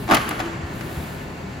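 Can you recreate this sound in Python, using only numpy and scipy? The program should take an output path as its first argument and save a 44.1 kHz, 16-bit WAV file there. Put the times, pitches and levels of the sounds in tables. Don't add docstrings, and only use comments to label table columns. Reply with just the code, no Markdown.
import sys
import numpy as np
from scipy import signal
from scipy.fft import rfft, irfft
from scipy.io import wavfile
from scipy.ndimage import uniform_filter1d

SR = 44100
rng = np.random.default_rng(int(sys.argv[2]) if len(sys.argv) > 2 else 0)


def dump_mix(stems):
    frames = np.atleast_2d(stems).T
    limited = np.clip(frames, -1, 1)
    pcm = np.round(limited * 32767).astype(np.int16)
    wavfile.write(sys.argv[1], SR, pcm)


N = 70560
TIME = np.arange(N) / SR
SIDES = np.array([[0.5], [-0.5]])

# t/s, relative level/dB of body, of clank and of click, build-up/s
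KNOCKS = [(0.076, -20, -16, -48, 0.0048), (0.088, -10.5, -12, -45, 0.0024), (0.097, -5, -10.5, -25, 0.0037),
          (0.1092, -3.5, -0.5, -16, 0.0028), (0.115, -1, -3.5, -19, 0.0041),
          (0.122, -13, -2.5, -22, 0.0041), (0.133, -6.5, -4, -18, 0.0043), (0.1414, -12, 0, -7, 0.006),
          (0.148, -11.5, -1.5, -13, 0.0033), (0.167, -12, -2.5, -23, 0.0029),
          (0.21, -19.5, -15, -40, 0.0027), (0.278, -46, -14, -43, 0.001), (0.2896, -45, -20.5, -14, 0.0018),
          (0.307, -14.5, -11, -30, 0.0048), (0.39, -20, -13, -28, 0.0046), (0.398, -13, -9, -27, 0.0052),
          (0.453, -25, -21, -52, 0.0067), (0.8088, -37, -15.5, -27.5, 0.00084)]
# f/Hz, relative level/dB
BODY_COLOUR = [(40, -5), (120, -5), (200, -2), (300, -3.5), (400, -6), (490, -3), (760, -2.5), (1350, -0.5),
               (2000, -34), (3000, -20), (5000, -36), (15000, -64)]
CLANK_COLOUR = [(400, -15.5), (1200, 5.5), (1900, 2.5), (3000, -2), (4200, -11), (7000, -13.5),
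                (15000, -68)]
CLICK_COLOUR = [(500, -30), (2500, -14), (4500, 3.5), (6500, -5), (10500, 5.5), (15500, -2.5)]
def guide_bars():
    body_t60_s, clank_t60_s, click_t60_s = 0.1, 0.059, 0.018
    clank_left_db, click_lag_s = 3, 0.00028
    body = amp(-14) * noise(BODY_COLOUR)
    clank = amp(-14.5 + SIDES * clank_left_db) * noise(CLANK_COLOUR)
    snap = amp(-9) * noise(CLICK_COLOUR)[0]
    click = np.array([np.roll(snap, int(click_lag_s * SR)), snap])
    out = np.zeros((2, N))
    for start, body_db, clank_db, click_db, build in KNOCKS:
        shift = rng.integers(N)
        parts = (body, body_db, body_t60_s), (clank, clank_db, clank_t60_s), (click, click_db, click_t60_s)
        for sound, db, t60 in parts:
            out += amp(db) * np.roll(sound, shift, axis=1) * strike(start, build, t60)
    return out


# t/s, f/Hz, level/dB
TUBE_NOTES = [(0.1137, 784, -10), (0.136, 673, -11), (0.305, 655.4, -28), (0.395, 567, -29.5)]
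def hollow_tubes():
    return sum(ring(start, hz, db, build=0.007, t60=0.03) for start, hz, db in TUBE_NOTES)


# f/Hz, relative level/dB, left minus right level/dB, left phase lead/rad
FRAME_MODES = [(236, -2, 0, .2), (288, -1, 0, .2), (329, 0, 0, .3), (398, -5, 0, .4), (598, -6, 1, .6),
               (673, -1, 3, .8), (725, -2, 3, .8), (757, -1, 3, .8), (825, -3, 1, .9), (889, -2, -1, 1.),
               (1057, -6, -2, 1.2), (1126, -5, -3, 1.3), (1224, -4, -3, 1.4), (1343, -2, -3, 1.5),
               (1471, -4, -1, 1.5), (1840, -7, 2, 1.8)]
def frame():
    energy = sum((amp(db) * strike(start, build, t60=0.14)) ** 2 for start, db, _, _, build in KNOCKS)
    modes = 0
    for hz, db, left_db, lead in FRAME_MODES:
        phase = 2 * np.pi * (hz * TIME + rng.random()) + 0.58 * wander(41.1)
        tilt_db = -0.46 * np.log2(hz / 700)
        modes += amp(db + tilt_db + SIDES * left_db) * np.sin(phase + SIDES * lead)
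    return amp(-19) * np.sqrt(energy) * modes


# f/Hz, relative level/dB
HALL_COLOUR = [(80, -18), (330, 1), (700, 0.5), (1500, 3.5), (2500, 2.5), (5000, 1), (15000, 2)]
def hall(sound):
    wash = noise(HALL_COLOUR)
    low = signal.sosfilt(signal.butter(2, 3000, fs=SR, output="sos"), wash)
    treble = wash - low
    tail = low * strike(0, build=0.003, t60=1.68) + treble * strike(0, build=0.003, t60=1)
    return amp(-6) * through(sound.mean(axis=0), unit(tail) / np.sqrt(N))


# t/s, f/Hz, level/dB
THUMPS = [(0.175, 125.1, -25), (0.551, 125, -24), (0.628, 77.4, -25), (0.965, 150.2, -25),
          (0.971, 80.3, -23.5), (1.254, 75.7, -27.5)]
def thumps():
    return sum(ring(start, hz, db, build=0.0073, t60=0.14) for start, hz, db in THUMPS)


# f/Hz, relative level/dB
RUMBLE_COLOUR = [(22, -31), (38, -4), (72, -2), (100, -4.5), (135, 0.5), (220, -3.5), (390, -8),
                 (500, -16.5), (900, -15), (3000, -64)]
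# f/Hz, level/dB midway through the fade
HUM_TONES = [(85, -45), (119, -43), (149, -45), (186, -48), (246, -47), (279, -51), (408, -50), (519, -57),
             (692, -53), (742, -57)]
WHINE_TONES = [(1039, -57), (1384, -59), (1483, -57), (1744, -54), (1846, -59), (2702, -61)]
# f/Hz, width/Hz, level/dB midway through the fade
BEARING_WHIRRS = [(1980, 37, -68.5), (2225, 14, -54), (2765, 210, -54.5), (4460, 360, -56.5)]
def drive():
    fade_db_per_s = 1.7
    rumble = amp(-34.5 + 1.2 * wander(30.4)) * noise(RUMBLE_COLOUR)
    hum = sum(amp(db) * tone(hz, waver_db=3) for hz, db in HUM_TONES)
    whine = sum(amp(db) * tone(hz, waver_db=1.5) for hz, db in WHINE_TONES)
    bearings = 0
    for hz, width, db in BEARING_WHIRRS:
        bearings += amp(db) * np.array([narrow_noise(hz, width), narrow_noise(hz, width)])
    return (rumble + hum + whine + bearings) * amp(-fade_db_per_s * (TIME - TIME.mean()))


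# t/s, level/dB
PANEL_LEVEL = [(0, -38.5), (.29, -45), (.43, -31.5), (.58, -41.5), (.95, -42), (1.15, -53), (1.6, -48.5)]
def panel():
    hz, buzz_share = 335, 0.3
    note = np.sqrt(1 - buzz_share) * tone(hz, waver_db=2)
    buzz = np.sqrt(buzz_share) * narrow_noise(hz, width_hz=55)
    return amp(over_time(PANEL_LEVEL)) * (note + buzz)


# t/s, level/dB
ROLLER_LEVEL = [(0, -42.5), (.4, -35), (.7, -39), (1.05, -36.5), (1.35, -40.5), (1.6, -40)]
# f/Hz, relative level/dB
ROLLER_COLOUR = [(250, -9.5), (550, 5.5), (750, 2.5), (1300, 0.5), (1800, 0.5), (2600, -4.5), (3200, -10),
                 (4500, -14.5), (5400, -18), (7500, -13.5), (15000, -78)]
def rollers():
    return amp(over_time(ROLLER_LEVEL) + 0.5 * wander(38.7)) * noise(ROLLER_COLOUR)


def rattle():
    ticks_per_s = 99
    ticks = (rng.random(N) < ticks_per_s / SR) * rng.uniform(-0.49, 1, N)
    tick_ring = noise(BODY_COLOUR) * strike(0, build=0.00023, t60=0.015)
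    return amp(-52.5) * unit(through(ticks, tick_ring))


# t/s, level/dB
HISS_LEVEL = [(0, -42.5), (.25, -50), (.44, -51), (.58, -73), (.66, -56), (.76, -47), (1.02, -42.5),
              (1.17, -47.5), (1.29, -55), (1.6, -58.5)]
# f/Hz, relative level/dB
HISS_COLOUR = [(1500, 6), (4000, 14), (5800, 2), (11000, 12), (15500, 11)]
def hiss():
    return amp(over_time(HISS_LEVEL) + 0.7 * wander(60.3)) * noise(HISS_COLOUR)


# f/Hz, correlation
PORT_LIKENESS = [(60, 0.98), (200, 0.96), (380, 0.73), (700, 0.18), (1200, 0.091), (2400, 0.16), (4400, 1),
                 (8000, 0.037), (11000, 0.37), (15000, -0.32)]
def noise(colour):
    likeness = np.clip(over_hz(PORT_LIKENESS), -1, 1)
    spectra = rfft(rng.standard_normal((2, N))) * amp(over_hz(colour))
    mid, side = spectra * np.sqrt([1 + likeness, 1 - likeness])
    return unit(irfft(np.array([mid + side, mid - side]), N))


def narrow_noise(hz, width_hz):
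    return unit(signal.lfilter(*signal.iirpeak(hz, hz / width_hz, fs=SR), rng.standard_normal(N)))


def tone(hz, waver_db):
    drift_hz = 2.485 * wander(10.03)
    phase = 2 * np.pi * (np.cumsum(hz + drift_hz) / SR + rng.random())
    return unit(np.sin(phase) * amp(waver_db * wander(16.24)))


def ring(start, hz, db, build, t60):
    return amp(db) * strike(start, build, t60) * np.sin(2 * np.pi * (hz * TIME + rng.random()))


def strike(start, build, t60):
    age = np.maximum(TIME - start, 0)
    rise = np.minimum(age / max(build, 1 / SR), 1)
    return rise * np.exp(-np.log(1000) * np.maximum(age - build, 0) / t60)


def wander(steps_per_s):
    hold = int(SR / steps_per_s)
    steps = np.repeat(rng.standard_normal(N // hold + 1), hold)
    return unit(uniform_filter1d(uniform_filter1d(steps, hold), hold)[:N])


def through(sound, response):
    return signal.fftconvolve(np.atleast_2d(sound), response, axes=-1)[:, :N]


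def over_time(points):
    return np.interp(TIME, *np.array(points).T)


def over_hz(points):
    hz, value = np.array(points).T
    return np.interp(np.log(np.arange(N // 2 + 1) * SR / N + 1), np.log(hz), value)


def amp(db):
    return 10 ** (np.asarray(db) / 20)


def unit(x):
    return x / np.sqrt(np.mean(x ** 2))


def scene():
    bars = guide_bars()
    blows = bars + hall(bars) + hollow_tubes() + frame() + thumps()
    drone = (drive() + panel()) * amp(SIDES * 1.54)
    return blows + drone + rollers() + rattle() + hiss()


def record(dry):
    low_cut = signal.butter(4, 34, "high", fs=SR, output="sos")
    top_cut = signal.ellip(10, 0.2, 80, 15800, fs=SR, output="sos")
    clipped = np.clip(signal.sosfilt(low_cut, dry), -1, 1)
    return signal.sosfilt(top_cut, clipped)


dry = scene()
out = record(dry)
dump_mix(out)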